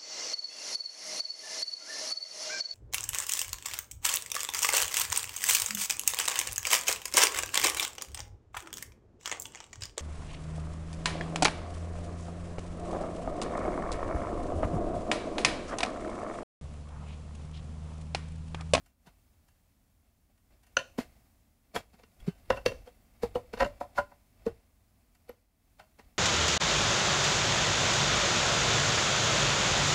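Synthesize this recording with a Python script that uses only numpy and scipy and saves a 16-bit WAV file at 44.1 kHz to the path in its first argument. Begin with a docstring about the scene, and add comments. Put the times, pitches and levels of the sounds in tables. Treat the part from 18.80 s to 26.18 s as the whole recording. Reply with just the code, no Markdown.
"""A small workshop, a phone microphone close to a motorcycle wheel. The drum brake plate is turned and
seated by hand in the hub: each contact scrapes in, rocks the hand-damped plate, thuds through the wheel
and rings the casting. Fingers tick, clear metal tones ping on some contacts and hands rustle on the metal.
The hub rings on faintly, and the near walls answer briefly over a quiet background."""
import sys
import numpy as np
from scipy import signal
from scipy.fft import rfft, irfft
from scipy.io import wavfile
from scipy.ndimage import uniform_filter1d

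SR = 44100
rng = np.random.default_rng(int(sys.argv[2]) if len(sys.argv) > 2 else 0)


def output_pcm(signal):
    """Save a mono or channel-first signal as 16-bit PCM at the path in sys.argv[1].

    Samples are clipped to [-1, 1] before scaling.
    """
    pcm = np.clip(np.atleast_2d(signal).T, -1, 1) * 32767
    wavfile.write(sys.argv[1], SR, np.round(pcm).astype(np.int16))


N = 325458
LEAD_S, LENGTH_S = .06, .3  # each contact's sound starts a little before the faces meet
AGE = np.arange(int(LENGTH_S * SR)) / SR - LEAD_S  # seconds since the contact
# The casting's many small modes ripple the spectrum of every rub in the same way.
MODE_SPACING_HZ = 110
RIPPLE = rng.standard_normal(int(SR / 2 / MODE_SPACING_HZ) + 2)

# Contacts of plate, lever and hub. Each row: time in seconds, metal level in dB, brightness in dB per
# octave, scrape-in time and contact t60 in seconds, place along the rim from 0 to 1, rocking pitch in Hz,
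# rocking level in dB, hiss in dB. Levels are relative.
KNOCKS = [(0.274, -65, -3, 0.0026, 0.051, .063, 393, -73.5, -59.5),
          (1.9697, -36.5, 3.5, .00025, .026, .438, 535, -34.5, -70),
          (2.1854, -46, -7, .0004, 0.019, .41, 418, -34, -43),
          (2.206, -56.5, 2, 0.0021, 0.038, .244, 480, -50, -48),
          (2.962, -38.5, -5.5, 0.0028, 0.039, .38, 462, -36.5, -36.5),
          (3.139, -73, -4, .0015, .088, .2, 410, -70, -65.5),
          (3.195, -74, -7, .0016, .04, .368, 500, -64, -65),
          (3.236, -66, 2, .002, 0.039, .09, 445, -63, -75),
          (3.479, -57.5, 3, 0.0028, .13, .216, 400, -36, -54),
          (3.7031, -32, -4, .0004, 0.031, .29, 521, -23.5, -50.5),
          (3.771, -49, -5.5, .009, 0.072, 0, 560, -43, -53.5),
          (3.861, -37, 6, .0003, 0.031, .1, 501, -23.5, -41.5),
          (3.919, -57, -1, 0.0015, 0.019, .47, 507, -39, -58.5),
          (4.075, -64.5, -5, .004, .05, .42, 497, -50, -60.5),
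          (4.4331, -52, -15, .0015, 0.086, .18, 473, -26.5, -44.5),
          (4.5554, -51.5, -17, .0005, 0.068, .18, 497, -27, -49),
          (4.736, -48.5, -3, 0.00036, 0.042, .146, 456.6, -39, -51.5),
          (4.775, -52, -1.5, 0.0042, .044, .13, 496, -46, -63.5),
          (4.8055, -31, -4.5, .0039, .045, .48, 552, -28, -44),
          (4.8222, -34.5, -7, .0045, .052, .488, 554, -23.5, -51),
          (4.83, -42, -3.5, .001, .018, .3, 545, -31.5, -53.5),
          (4.848, -44, -2.5, .004, .024, .073, 410, -51, -55),
          (4.861, -51, -6, .0015, .035, .3, 582, -34.5, -53),
          (5.0107, -52.5, -21.5, .0008, 0.022, .38, 568, -38, -52.5),
          (5.185, -35.5, -10, .0055, 0.064, .063, 580, -28, -44),
          (5.32, -67, -13, .0038, .043, .15, 572, -62, -72),
          (5.666, -54, -4.5, .0012, 0.11, .26, 458, -26, -51.5),
          (6.4941, -59.5, -2.5, .0025, .037, .178, 492, -43.5, -61),
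          (6.998, -57, -3, .002, 0.045, .15, 624, -58, -61),
          (7.194, -61, -2.5, .0019, 0.059, .098, 445, -62, -59)]
# How busily the hands work. Each row: time in seconds, level of their rubbing in dB.
EFFORT = [(.4, -79.5), (1.5, -87), (2.3, -72), (2.8, -84.5), (3.6, -72.5), (4.3, -75.5), (5.2, -75),
          (5.9, -82), (7.3, -78.5)]


def undb(db):
    """Decibels to gain."""
    return 10 ** (np.asarray(db) / 20)


def fade(t, t60):
    """Exponential decay from t = 0."""
    return np.exp(-np.log(1000) * np.maximum(t, 0) / t60)


def band(x, lo_hz, hi_hz, order=3):
    """Causal band-pass."""
    sos = signal.butter(order, [lo_hz, min(hi_hz, SR / 2 - 1)], "band", fs=SR, output="sos")
    return signal.sosfilt(sos, x)


def burst(x, db=0):
    """Scale a short sound to the energy of 20 ms at this level."""
    return x * undb(db) * np.sqrt(.02 * SR / (np.sum(x ** 2) + 1e-18))


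def curve(rows):
    """Gain over time from rows of seconds and dB."""
    return undb(np.interp(np.arange(N) / SR, *np.transpose(rows)))


def bump(s, half_s):
    """A smooth swell of height 1 around s."""
    return np.exp(-((np.arange(N) / SR - s) / half_s) ** 2)


def colour(x, points):
    """Shape noise by points of Hz and dB; rms 1."""
    hz, db = np.transpose(points)
    log_hz = np.log(np.fft.rfftfreq(len(x), 1 / SR) + 1)
    y = irfft(rfft(x) * undb(np.interp(log_hz, np.log(hz), db)), len(x))
    return y / y.std()


def add(track, sound, s):
    """Mix in a sound whose contact falls at s."""
    start = int((s - LEAD_S) * SR)
    a, b = max(start, 0), min(start + len(sound), N)
    track[a:b] += sound[a - start:b - start]


def mode(push, hz, t60, phase=0):
    """A resonance that gathers a push and lets it die away."""
    swing = signal.lfilter([1], [1, -fade(1 / SR, t60)], push)
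    return swing * np.sin(2 * np.pi * hz * AGE + phase)


def blow(rise_s):
    """Contact force: it builds up, then lets go twice as fast."""
    return np.exp(-np.abs(AGE) / rise_s * np.where(AGE < 0, 1, 2))


def rubbed(size, points, ripple_db=4.8):
    """Noise of this spectrum, heard through the casting's crowded small modes; rms 1."""
    mode_index = np.fft.rfftfreq(size, 1 / SR) / MODE_SPACING_HZ
    gain = undb(ripple_db * np.interp(mode_index, np.arange(len(RIPPLE)), np.clip(RIPPLE, -2, 2)))
    return colour(irfft(rfft(rng.standard_normal(size)) * gain, size), points)


def background(level_db=-66, at_effort_db=-80):
    """Low rumble and hiss, a little louder while the hands are busy."""
    # Room tone. Each row: frequency in Hz, relative level in dB.
    spectrum = [(15, -35), (25, -5.5), (43, 3), (86, 0.5), (129, -10.5), (253, -8.5), (340, -21.5),
                (495, -25.5), (598, -22.5), (1140, -26.5), (1660, -29), (3530, -32), (15500, -30)]
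    swell = (curve(EFFORT) / undb(at_effort_db)) ** .45
    return colour(rng.standard_normal(N), spectrum) * undb(level_db) * swell


def lulls():
    """A gain that dips briefly, twice."""
    # Each row: centre and half length in seconds, depth in dB.
    dips = [(0.165, 0.061, -6.5), (6.709, .14, -6)]
    return undb(sum(db * bump(s, half_s) for s, half_s, db in dips))


def workshop(x, early_db=-18, early_s=.016, tail_db=-21, tail_onset_s=.005):
    """A cluster of echoes from the nearest walls, then a short diffuse tail."""
    t = np.arange(SR // 2) / SR
    response = 0
    # Each band: low and high edge in Hz, gain in dB, tail t60 in seconds.
    for lo, hi, db, t60 in [(60, 720, 0, .26), (600, 3600, 0, .23),
                            (2020, 6000, -10, .36), (6000, SR / 2, 1, .36)]:
        early = rng.standard_normal(len(t)) * fade(t - early_s, t60=.085) * (t > early_s)
        tail = rng.standard_normal(len(t)) * fade(t, t60) * (1 - np.exp(-t / tail_onset_s))
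        early *= undb(early_db) / np.linalg.norm(early)
        tail *= undb(tail_db) / np.linalg.norm(tail)
        response += undb(db) * band(early + tail, lo, hi)
    return signal.fftconvolve(x, response)[:N]


def room_share(rise_s, loud_db, thud_over_db):
    """A contact's gain into the room: most for sharp, light blows, least for soft or heavy ones."""
    softness = np.log2(rise_s / .001)
    return undb(3 - 2.5 * softness - .3014 * (loud_db + 30) - 1.05 * (thud_over_db + 14))


def hub(x):
    """Hub and spokes ring in sympathy with whatever shakes them."""
    # Each row: frequency in Hz, gain at resonance in dB, t60 in seconds.
    hub_modes = [(503, -32.5, .25), (1000, -26, 0.78), (1700, -28, .3), (2780, -20.5, 0.94),
                 (2650, -18, 0.61), (2990, -21, 0.38), (3330, -19, 0.33), (3470, -20, 0.16),
                 (4640, -24.5, .3)]
    t = np.arange(SR // 2) / SR
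    response = 0
    for hz, db, t60 in hub_modes:
        decay = fade(t, t60)
        response += undb(db) * decay * np.sin(2 * np.pi * hz * t) / (decay.sum() / 2)
    return signal.fftconvolve(x, response)[:N]


def rubbing():
    """Strength of the rubbing: steady work, single slides and a shift of grip around every knock."""
    # A hand slides over the metal. Each row: centre and half length in seconds, level in dB.
    slides = [(1.27, 0.046, -79.5), (1.508, 0.026, -76), (1.74, .04, -71), (2.353, .06, -78),
              (3.431, 0.049, -65.5), (4.0, .06, -68.5), (5.626, .04, -71.5), (6.211, .04, -79),
              (7.266, 0.057, -72.5)]
    power = curve(EFFORT) ** 2
    for s, half_s, db in slides:
        power += (undb(db) * bump(s, half_s)) ** 2
    for s, metal_db, *_, rock_db, _ in KNOCKS:
        shift_db = -69.5 + .6 * (max(metal_db, rock_db) + 27)  # more for harder knocks
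        power += (undb(shift_db) * bump(s + .03, half_s=.15)) ** 2
    return np.sqrt(power)


def hands(firm_db=-70, rumble_over_db=6.5):
    """Skin slides on metal in uneven grains; firm handling makes the wheel rumble in its fork."""
    effort = rubbing()
    grains = uniform_filter1d(rng.standard_normal(N), size=400)
    slide = rubbed(N, [(100, -13.5), (250, 5.5), (550, 1.5), (1400, -2),
                       (3200, -9.5), (6000, -19), (15000, -24.5)])
    rumble = colour(rng.standard_normal(N),
                    [(15, -7.5), (30, -1.5), (52, 1.5), (100, -8), (160, -22), (400, -48), (2000, -90)])
    load = undb(firm_db + rumble_over_db) * (effort / undb(firm_db)) ** 2.5
    return slide * np.exp(.22 * grains / grains.std()) * effort + rumble * load


def fingers():
    """Fingertips tick on the casting without moving the plate."""
    # Each row: time in seconds, relative level in dB.
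    touches = [(.062, -73.5), (.684, -76), (1.579, -83.5), (1.835, -74.5), (1.868, -74.5), (3.403, -73.5),
               (6.351, -76)]
    # A fingertip's clunk, clank, clink and tick, as offsets in dB.
    fingertip_db = [-2, -1, 0, 0.42]
    track = np.zeros(N)
    for s, db in touches:
        tick = casting(rise_s=.003, contact_t60=.062, place=.47, bands_db=np.add(db, fingertip_db))
        add(track, tick, s)
    return track


def metal_pings():
    """Single clear metal tones ring out on some contacts."""
    # Each row: time in seconds, pitch in Hz, level in dB, t60 in seconds.
    pings = [(.685, 1680, -77, .06), (1.9691, 6100, -33, 0.026), (1.9675, 6396, -44, 0.03),
             (1.969, 1452, -26, .028), (1.97, 2823, -32.5, .025), (1.9684, 4320, -42.5, .012),
             (2.962, 3300, -43.5, 0.043), (3.403, 3340, -67.5, 0.05), (3.773, 2700, -49.5, 0.053),
             (3.92, 2660, -66, 0.027), (4.074, 3215, -67.5, 0.061), (4.44, 4600, -62.5, .06),
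             (4.555, 2936, -50.5, .03), (4.846, 7000, -59, 0.034), (4.85, 2825, -51, 0.039),
             (5.177, 1018, -37, 0.12), (5.181, 1422, -28.5, 0.068), (6.493, 11550, -61.5, 0.023)]
    track = np.zeros(N)
    for s, hz, db, t60 in pings:
        add(track, burst(mode(blow(rise_s=.0003), hz, t60), db), s)
    return track


def friction(grit):
    """Metal rubs on metal for one contact: rough spots catch and slip."""
    # Each row: frequency in Hz, relative level in dB.
    spectrum = [(400, 3.5), (800, 4), (1500, 1.5), (2100, -3.5), (2900, -5), (4400, -8.5), (5200, -15),
                (6100, -10.5), (7800, -16.5), (10500, -17), (11700, -15.5), (15500, -26.5)]
    catches = uniform_filter1d(rng.standard_normal(len(AGE)), size=40)
    return np.exp(grit * catches / catches.std() - grit ** 2) * rubbed(len(AGE), spectrum)


def hiss(rise_s, db):
    """A hiss swells just before each knock, longer for soft attacks, then fades."""
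    lead_s = .0044 + 3.2 * rise_s
    envelope = np.where(AGE < 0, np.exp(-(AGE / lead_s) ** 2), fade(AGE, t60=.14))
    return burst(friction(grit=.3) * envelope, db)


def rattle(lo_hz, hi_hz, t60):
    """A band of noise that starts at the contact and dies away."""
    return band(fade(AGE, t60) * (AGE > 0) * rng.standard_normal(len(AGE)), lo_hz, hi_hz, order=2)


def wheel(rise_s, thud_hz, thud_db, rock_hz, rock_db, rock_t60, yield_s=.00099, lag_s=.00095):
    """The dull part of a contact: the plate rocks, the wheel thuds, the frame sways and shudders."""
    push = np.interp(AGE - lag_s, AGE, blow(yield_s + rise_s / 2))
    grip = np.exp(-(AGE / .038) ** 2)  # the hand closes on the plate and stops it
    chatter = burst(rattle(300, 660, rock_t60), db=-14)
    rocking = burst(burst(grip * mode(push, rock_hz, rock_t60)) + chatter, rock_db)
    thud = burst(band(mode(push, thud_hz, t60=.044), 140, 500, order=2), thud_db)
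    sway = burst(mode(push, hz=50, t60=.12), rock_db - 17)
    shudder = burst(rattle(57, 130, t60=.18), rock_db - 18)
    return rocking + thud + sway + shudder


def casting(rise_s, contact_t60, place, bands_db, scrape_db=-30, free_contact_s=.056):
    """The metallic part of a contact: the plate's modes ring and the faces crunch."""
    # Plate and drum. Each row: frequency in Hz, relative level in dB, t60 in seconds at a free contact.
    plate_modes = [(706, 4.5, 0.079), (793, -1, 0.068), (849, -0.5, 0.04), (950, -2.5, 0.057),
                   (991, 3.5, 0.063), (1130, -6.5, 0.039), (1287, -2, .05), (1472, -1, 0.058),
                   (1335, 1.5, .05), (1466, 4.5, 0.051), (1545, -0.5, 0.093), (1668, -2.5, 0.046),
                   (1664, -7.5, 0.06), (1862, 4, 0.058), (2050, -1.5, 0.041), (2166, 3.5, .03),
                   (2496, -1.5, 0.058), (2730, 2.5, 0.16), (2844, 2, 0.086), (2976, -1, 0.099),
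                   (3040, 1.5, 0.09), (3090, 1.5, 0.018), (3690, -6.5, 0.024), (4440, -2.5, 0.014),
                   (4520, 5, .03), (5620, -1, 0.042), (5900, -3.5, 0.071), (6950, -2, 0.069),
                   (8750, -4.5, 0.01), (8800, -3, 0.1), (12300, -2, 0.021)]
    # Edges of the clunk, clank, clink and tick bands in Hz.
    edges_hz = [640, 1150, 2100, 6500, 15500]
    crunch_over_ring_db = (-6, -4.5, 2, 5.5)  # higher up the modes crowd together into noise
    settling = fade(AGE, contact_t60) + undb(scrape_db) * fade(AGE, t60=.076)
    crunch = np.where(AGE < 0, blow(rise_s), settling) * friction(grit=.12)
    push = blow(.97 * rise_s)  # the blow is a little quicker than the scrape that leads into it
    ring = metal = 0
    for k, (hz, db, t60) in enumerate(plate_modes, 1):
        shape = .15 + abs(np.sin(np.pi * k * place))  # a mode struck near its node stays weak
        pitch_hz = hz * (1 + .0036 * rng.standard_normal())  # varies at random from knock to knock
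        held_t60 = t60 * contact_t60 / free_contact_s  # a firm grip shortens contact and ring alike
        ring += undb(db) * shape * mode(push, pitch_hz, held_t60, phase=rng.uniform(0, 2 * np.pi))
    for lo, hi, db, crunch_db in zip(edges_hz, edges_hz[1:], bands_db, crunch_over_ring_db):
        tone = burst(band(ring, lo, hi, order=1))
        noise = burst(band(crunch, lo, hi, order=1), crunch_db)
        metal += burst(band(tone + noise, lo, hi), db)
    return metal


def brake_plate():
    """The plate knocks on its seat: returns the close sound and what it sends into the room."""
    # The looser the plate sits, the lower it rocks, the sooner it stops and the more the wheel thuds.
    # Each row: rocking in Hz, thud over rocking in dB, ratio of rocking t60 to contact t60, thud in Hz.
    seat = [(392.5, 11, .42, 142), (420, 4, .8, 256), (467.3, -9.5, 1.07, 210), (504, -15, 1.9, 250)]
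    # Clunk, clank, clink and tick at neutral brightness, as offsets in dB.
    neutral_db = [-1.5, -0.45, -2.5, -22.5]
    # Octaves over which brightness tilts each of those bands.
    tilt_octaves = [-.85, 0, 1.25, 1.25]
    seat_hz, seat_thud_db, seat_ring, seat_thud_hz = np.transpose(seat)
    direct, sent = np.zeros(N), np.zeros(N)
    for s, metal_db, brightness, rise_s, contact_t60, place, rock_hz, rock_db, hiss_db in KNOCKS:
        bands_db = metal_db + np.array(neutral_db) + brightness * np.array(tilt_octaves)
        thud_hz = np.interp(rock_hz, seat_hz, seat_thud_hz)
        # Harder rocking leaves the thud a smaller share.
        thud_over_db = np.interp(rock_hz, seat_hz, seat_thud_db) - .086 * (rock_db + 35)
        rock_t60 = contact_t60 * np.interp(rock_hz, seat_hz, seat_ring)
        knock = casting(rise_s, contact_t60, place, bands_db) + hiss(rise_s, hiss_db + 2)
        knock += wheel(rise_s, thud_hz, rock_db + thud_over_db, rock_hz, rock_db, rock_t60)
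        add(direct, knock, s)
        add(sent, room_share(rise_s, max(metal_db, rock_db), thud_over_db) * knock, s)
    return direct, sent


def scene():
    """The work on the wheel from close by, with the room behind it, in mono."""
    knocks, knocks_sent = brake_plate()
    ticks, pings = fingers(), metal_pings()
    direct = knocks + ticks + pings
    dips = lulls()
    rub = hands() * dips
    # A long rub feeds the hub's narrow modes far better than a damped knock.
    ring = hub(undb(1) * direct + undb(24) * rub)
    room_tone = background() * dips
    echoes = workshop(knocks_sent + undb(2) * ticks + pings)
    return (room_tone + echoes + ring + rub + direct)[None]


def record(dry):
    """The phone cuts the top steeply."""
    top_hz = 15700
    return signal.sosfilt(signal.ellip(10, .2, 70, top_hz, fs=SR, output="sos"), dry)


dry = scene()
out = record(dry)
output_pcm(out)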